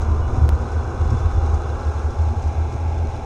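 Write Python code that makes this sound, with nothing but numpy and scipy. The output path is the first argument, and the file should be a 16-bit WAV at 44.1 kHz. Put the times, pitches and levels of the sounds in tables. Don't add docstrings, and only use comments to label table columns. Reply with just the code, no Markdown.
import sys
import numpy as np
from scipy import signal
from scipy.fft import rfft, irfft
from scipy.io import wavfile
from scipy.ndimage import uniform_filter1d, map_coordinates

SR = 44100
rng = np.random.default_rng(int(sys.argv[2]) if len(sys.argv) > 2 else 0)


def transcribe(u):
    v = np.clip(np.atleast_2d(u).T, -1, 1)
    q = np.round(v * 32767).astype(np.int16)
    wavfile.write(sys.argv[1], SR, q)


N = 143325
T = np.arange(N) / SR

GEAR_WAVER, WAVER_PER_S = 0.26, 4.846
ROUGH_PER_S = 50


def undb(db):
    return 10 ** (np.asarray(db) / 20)


def unit(x):
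    return x / np.sqrt(np.mean(x ** 2))


def curve(rows, axis=1):
    rows = np.array(rows, float)
    return undb(np.interp(T, rows[:, 0], rows[:, axis]))


def noise():
    return rng.standard_normal(N)


def walk(rate):
    hold = int(SR / rate)
    held = np.repeat(rng.standard_normal(N // hold + 3), hold)
    start = rng.integers(hold)
    return unit(uniform_filter1d(held, hold)[start:start + N])


def colour(x, points):
    hz, db = np.array(points, float).T
    f = np.fft.rfftfreq(N, 1 / SR) + 1
    gain = undb(np.interp(np.log(f), np.log(hz), db))
    return unit(irfft(rfft(x) * gain, N))


def resonate(x, hz, width_hz):
    return signal.lfilter(*signal.iirpeak(hz, hz / width_hz, fs=SR), x)


def resonate_twice(x, hz, width_hz):
    return resonate(resonate(x, hz, width_hz), hz, width_hz)


def fade(start, decay):
    return (T >= start) * np.exp(-np.maximum(T - start, 0) / decay)


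def shaft():
    # start in seconds, shaft turns per second.
    speed_steps = [(0, 14.505), (.28, 14.72), (.52, 15.235), (.8, 15.476), (1.74, 16.291)]
    starts, rates = np.array(speed_steps).T
    stepped = rates[np.searchsorted(starts, T, side="right") - 1]
    return np.cumsum(uniform_filter1d(stepped, size=900)) / SR


def body():
    # time in seconds, pitch in Hz.
    boom_pitch = [(0, 76.6), (.6, 75.82), (1.0, 77.4), (1.3, 78.95), (1.5, 76), (2.0, 75), (2.2, 78.3),
                  (2.6, 77.6), (2.85, 80.4), (3.25, 79)]
    # time in seconds, level in dB before smoothing and trim.
    boom_level = [(0.0, -36), (0.03, -14.5), (0.06, -31.5), (0.09, -15), (0.27, -24.5), (0.29, -32),
                  (0.39, -20), (0.405, -23), (0.43, -7.5), (0.47, -19.5), (0.54, -12), (0.59, -33),
                  (0.62, -19), (0.65, -36), (0.78, -16), (0.83, -32), (0.9, -20), (0.94, -36), (0.99, -33),
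                  (1.01, -15), (1.09, -22.5), (1.12, -17.5), (1.18, -24.5), (1.24, -24), (1.26, -11),
                  (1.3, -29.5), (1.35, -32), (1.38, -11.5), (1.41, -24.5), (1.43, -15.5), (1.49, -20.5),
                  (1.54, -13.5), (1.59, -26), (1.76, -22.5), (1.79, -46), (1.82, -43), (1.86, -19),
                  (1.89, -15.5), (1.94, -35), (1.95, -21), (2.03, -27), (2.065, -16), (2.13, -37),
                  (2.17, -27.5), (2.205, -12.5), (2.24, -19), (2.32, -18), (2.34, -38), (2.38, -18),
                  (2.42, -32), (2.48, -14), (2.54, -36), (2.58, -16.5), (2.62, -19), (2.73, -29.5),
                  (2.75, -25.5), (2.88, -20), (2.96, -27.5), (2.99, -21), (3.05, -20), (3.09, -30),
                  (3.15, -27), (3.25, -41)]
    # frequency in Hz, relative density in dB.
    rumble_spectrum = [(20, -31.5), (55, -4.5), (75, -6.5), (98, -2), (122, -1), (145, -17), (195, -21.5),
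                       (230, -10), (270, -17), (350, -13.5), (430, -24.5), (700, -38.5), (1800, -62.5),
                       (6000, -88.5)]
    # time in seconds, rumble level in dB before trim.
    rumble_level = [(0.0, -31.5), (0.14, -30.5), (0.24, -32.5), (0.38, -27), (0.86, -33.5), (1.05, -27.5),
                    (1.2, -31), (1.73, -34), (3.25, -33)]
    # frequency in Hz, relative density in dB.
    rock_spectrum = [(15, -10), (33, -9), (52, -2), (62, -1.5), (80, -19.5), (140, -46.5), (1000, -100)]
    # time in seconds, rocking level in dB before trim.
    rock_level = [(0.0, -26), (0.55, -28), (0.65, -36.5), (1.35, -24.5), (1.73, -36), (1.76, -31),
                  (1.97, -45), (2.03, -30.5), (2.37, -33), (2.48, -27), (2.51, -38.5), (3.25, -30.5)]
    boom_db, rumble_db, rock_db = 0.5, 3, 2.5
    boom_wander_hz, boom_slew_s = 1, 0.014

    hz = np.interp(T, *np.array(boom_pitch).T) + boom_wander_hz * walk(30.31)
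    swell = uniform_filter1d(curve(boom_level), int(boom_slew_s * SR)) * undb(boom_db)
    boom = np.sqrt(2) * np.sin(2 * np.pi * np.cumsum(hz) / SR) * swell
    rumble = colour(noise(), rumble_spectrum) * curve(rumble_level) * undb(rumble_db)
    rocking = colour(noise(), rock_spectrum) * curve(rock_level) * undb(rock_db)
    return boom + rumble + rocking


def bumps():
    # time in seconds, level in dB, tilt in dB from one mode to the next.
    bump_rows = [(0.365, -11, -3.5), (.402, -21, 5.5), (.42, -7, -18.5), (.597, -16, -3.5),
                 (1.109, -12.5, -16), (1.127, -12, 0.5), (1.25, -22, -8), (1.365, -22, -14),
                 (1.399, -35, 5), (2.745, -21, 2.5), (3.04, -21, 5.5)]
    # frequency in Hz, level in dB, time to fall 60 dB in seconds.
    body_modes = [(114.5, -1.5, 0.16), (235, -2.5, 0.1), (345, -10.5, 0.082)]
    push_s = 0.0063

    total = np.zeros(N)
    for at, db, tilt_db in bump_rows:
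        for i, (hz, mode_db, t60) in enumerate(body_modes):
            envelope = fade(at, t60 / np.log(1000)) - fade(at, push_s)
            ring = envelope * np.sin(2 * np.pi * hz * (T - at))
            total += undb(db + mode_db + i * tilt_db) * ring
    return total


def click():
    return -undb(-11.5) * fade(0.4914, decay=0.0021)


def snow():
    # frequency in Hz, relative density in dB.
    snow_spectrum = [(1200, 4), (1850, -2.5), (2300, 2.5), (2750, -1), (3150, -6.5), (4000, -3.5),
                     (4500, -11), (5200, -2), (6100, -3.5), (6550, -1), (7300, -10.5), (8800, -12.5),
                     (10000, -21), (13000, -29), (14500, -50.5)]
    # time in seconds, level in dB before the trims of hiss and rings.
    snow_level = [(0, -53.5), (.9, -54), (1.12, -52), (1.3, -53), (1.52, -52.5), (1.7, -53.5),
                  (1.87, -52.5), (2.03, -52.3), (2.15, -54), (3.25, -54.5)]
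    # frequency in Hz, half the width of one pass in Hz, level in dB.
    blade_rings = [(3477, 59, 3.5), (3925, 46, 2.5), (4182, 72, -0.5)]
    # time in seconds, level in dB before filter and gain.
    crumbs = [(.017, -45.5), (.615, -51.5), (.718, -49.5), (1.104, -46), (1.169, -53), (1.188, -49),
              (1.459, -50), (1.543, -46), (2.105, -50), (2.217, -51), (2.422, -49.5), (2.473, -51),
              (2.726, -49)]
    snow_db, blade_db = 6, -8
    grains_per_s, grain_spread_db, grain_db = 1000, 3.5, -3.5
    flicker_db, flicker_per_s = 0.55, 24
    ring_waver, ring_waver_per_s = 0.00402, 11
    crumb_decay_s, crumb_hz, crumb_width_hz = 0.0099, 5760, 2440

    hits = (rng.random(N) < grains_per_s / SR) * np.sign(noise())
    sizes = undb(grain_spread_db * np.minimum(rng.exponential(size=N), 5))
    rub = noise() + undb(grain_db) * unit(hits * sizes)
    rub = rub * undb(flicker_db * walk(flicker_per_s))

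    rings = unit(sum(undb(db) * resonate_twice(rub, hz, 2 * width) for hz, width, db in blade_rings))
    read_at = np.cumsum(1 + ring_waver * walk(ring_waver_per_s))
    rings = map_coordinates(rings, [read_at], mode="mirror")
    hiss = colour(rub, snow_spectrum)
    slide = (undb(snow_db) * hiss + undb(blade_db) * rings) * curve(snow_level)

    ticks = noise() * sum(undb(db) * fade(at, crumb_decay_s) for at, db in crumbs)
    return slide + 4 * resonate_twice(ticks, crumb_hz, crumb_width_hz)


def tone(rows, jitter_hz, rough):
    at, hz, _ = np.array(rows, float).T
    unsteady_hz = np.interp(T, at, hz) + jitter_hz * walk(ROUGH_PER_S)
    phase = 2 * np.pi * np.cumsum(unsteady_hz) / SR
    return unit((1 + rough * walk(ROUGH_PER_S)) * np.sin(phase)) * curve(rows, axis=2)


def whines():
    # time in seconds, pitch in Hz, level in dB.
    sing = [(0, 3440, -79), (.76, 3337, -72), (.95, 3423, -70), (1.14, 3460, -55.5), (1.45, 3508, -62),
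            (1.73, 3435, -64.5), (1.85, 3420, -77), (3.25, 3480, -68)]
    # time in seconds, pitch in Hz, level in dB.
    thin_whine = [(0, 2914, -67), (.25, 2907, -62), (.5, 2810, -73), (1.45, 2805, -62.5), (1.9, 2773, -65),
                  (2.3, 2732, -72)]
    return tone(sing, jitter_hz=18, rough=0.21) + tone(thin_whine, jitter_hz=8, rough=0.67)


def motor():
    # time in seconds, buzz level in dB.
    buzz_level = [(0, -58.5), (2, -70), (2.5, -54.5), (3.25, -54)]
    buzz_hz, buzz_width_hz = 2320, 730
    buzz_noise_db = 3.5
    whine_order, whine_db = 133, -7.5

    turns = shaft()
    one_turn = rng.standard_normal(size=2800)
    repeating = map_coordinates(one_turn, [turns % 1 * len(one_turn)], mode="wrap")
    scrape = repeating + undb(buzz_noise_db) * noise()
    buzz = unit(resonate_twice(scrape, buzz_hz, buzz_width_hz))
    swell = 1 + GEAR_WAVER * walk(WAVER_PER_S)
    whine = unit(swell * np.sin(2 * np.pi * whine_order * turns))
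    return (buzz + undb(whine_db) * whine) * curve(buzz_level)


def mesh():
    # time in seconds, whine level in dB.
    mesh_level = [(0, -52), (.35, -42), (.6, -48.5), (1.1, -46.5), (1.45, -39.5), (1.9, -47.5), (2.25, -43),
                  (2.5, -49.5), (2.8, -43.5), (3.25, -41.5)]
    order = 52
    slip_rad, slip_per_s = 1.0, 26
    phase = 2 * np.pi * order * shaft() + slip_rad * walk(slip_per_s)
    return np.sqrt(2) * np.sin(phase) * curve(mesh_level)


def gears():
    # multiple of the shaft rate, relative level in dB.
    gear_bed = [(20, -15), (30, -8.5), (35, -6), (37, -15.5), (45, -5), (46, -5), (54, -4), (58, -10),
                (65, -1.5), (68, -4), (75, -12), (81, -12), (91, -12.5), (103, -14.5), (106, -34.5)]
    # multiple of the shaft rate, relative level in dB.
    gear_strong = [(22, -2), (25, -4), (26, -1.5), (28, -8.5), (33, -4), (34, -5.5), (40, -2.5), (42, -2.5),
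                   (47, -0.5), (48, -2), (50, 2.5), (51, 0), (52, -9), (53, -3.5), (61, -5), (66, -1.5),
                   (71, 1.5), (79, -3), (80, -7), (82, -1.5), (83, -1.5), (89, -4.5), (93, -7.5), (98, -3),
                   (101, -6.5)]
    # time in seconds, then low, middle and high register level in dB before trim.
    gear_level = [(0, -39.5, -39, -37), (.75, -39, -39, -37.5), (1.55, -37.5, -38.5, -37.5),
                  (2, -39, -38, -40), (2.45, -40.5, -37, -43.5), (3.25, -40, -36.5, -44.5)]
    register_db = [0, -0.5, -1.5]
    register_edges = [38, 59]
    # frequency in Hz, relative density in dB.
    rattle_spectrum = [(150, -26.5), (330, -3), (490, 2), (600, -11.5), (790, -2.5), (930, -5.5),
                       (1060, -5.5), (1200, -8.5), (1500, -7), (1620, -13), (1800, -22), (6000, -66.5)]
    gear_rough, rattle_db = 0.36, -1

    turns = shaft()
    bed = np.array(gear_bed, float)
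    strong = {round(k): db for k, db in gear_strong}
    wavers = [GEAR_WAVER * walk(WAVER_PER_S) + gear_rough * walk(ROUGH_PER_S) for _ in range(12)]
    registers = np.zeros((len(register_db), N))
    for k in range(20, 107):
        angle = (2 * np.pi * ((k * turns + rng.random()) % 1)).astype(np.float32)
        first, second = rng.permutation(len(wavers))[:2]
        swell = np.roll(wavers[first], rng.integers(N))
        slip = np.roll(wavers[second], rng.integers(N))
        line = (1 + swell) * np.cos(angle) + slip * np.sin(angle)
        level_db = strong.get(k, np.interp(k, *bed.T))
        registers[np.searchsorted(register_edges, k)] += undb(level_db) * line

    whirr = np.zeros(N)
    for i, register in enumerate(registers):
        whirr += unit(register) * curve(gear_level, axis=i + 1) * undb(register_db[i])
    rattle = colour(noise(), rattle_spectrum) * curve(gear_level, axis=3) * undb(rattle_db)
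    return whirr + rattle


def scene():
    mix = body() + bumps() + click() + snow() + whines() + motor() + mesh() + gears()
    return mix[None]


def record(dry):
    low_pass = signal.ellip(8, .2, 70, 15800, fs=SR, output="sos")
    return signal.sosfilt(low_pass, dry)


dry = scene()
out = record(dry)
transcribe(out)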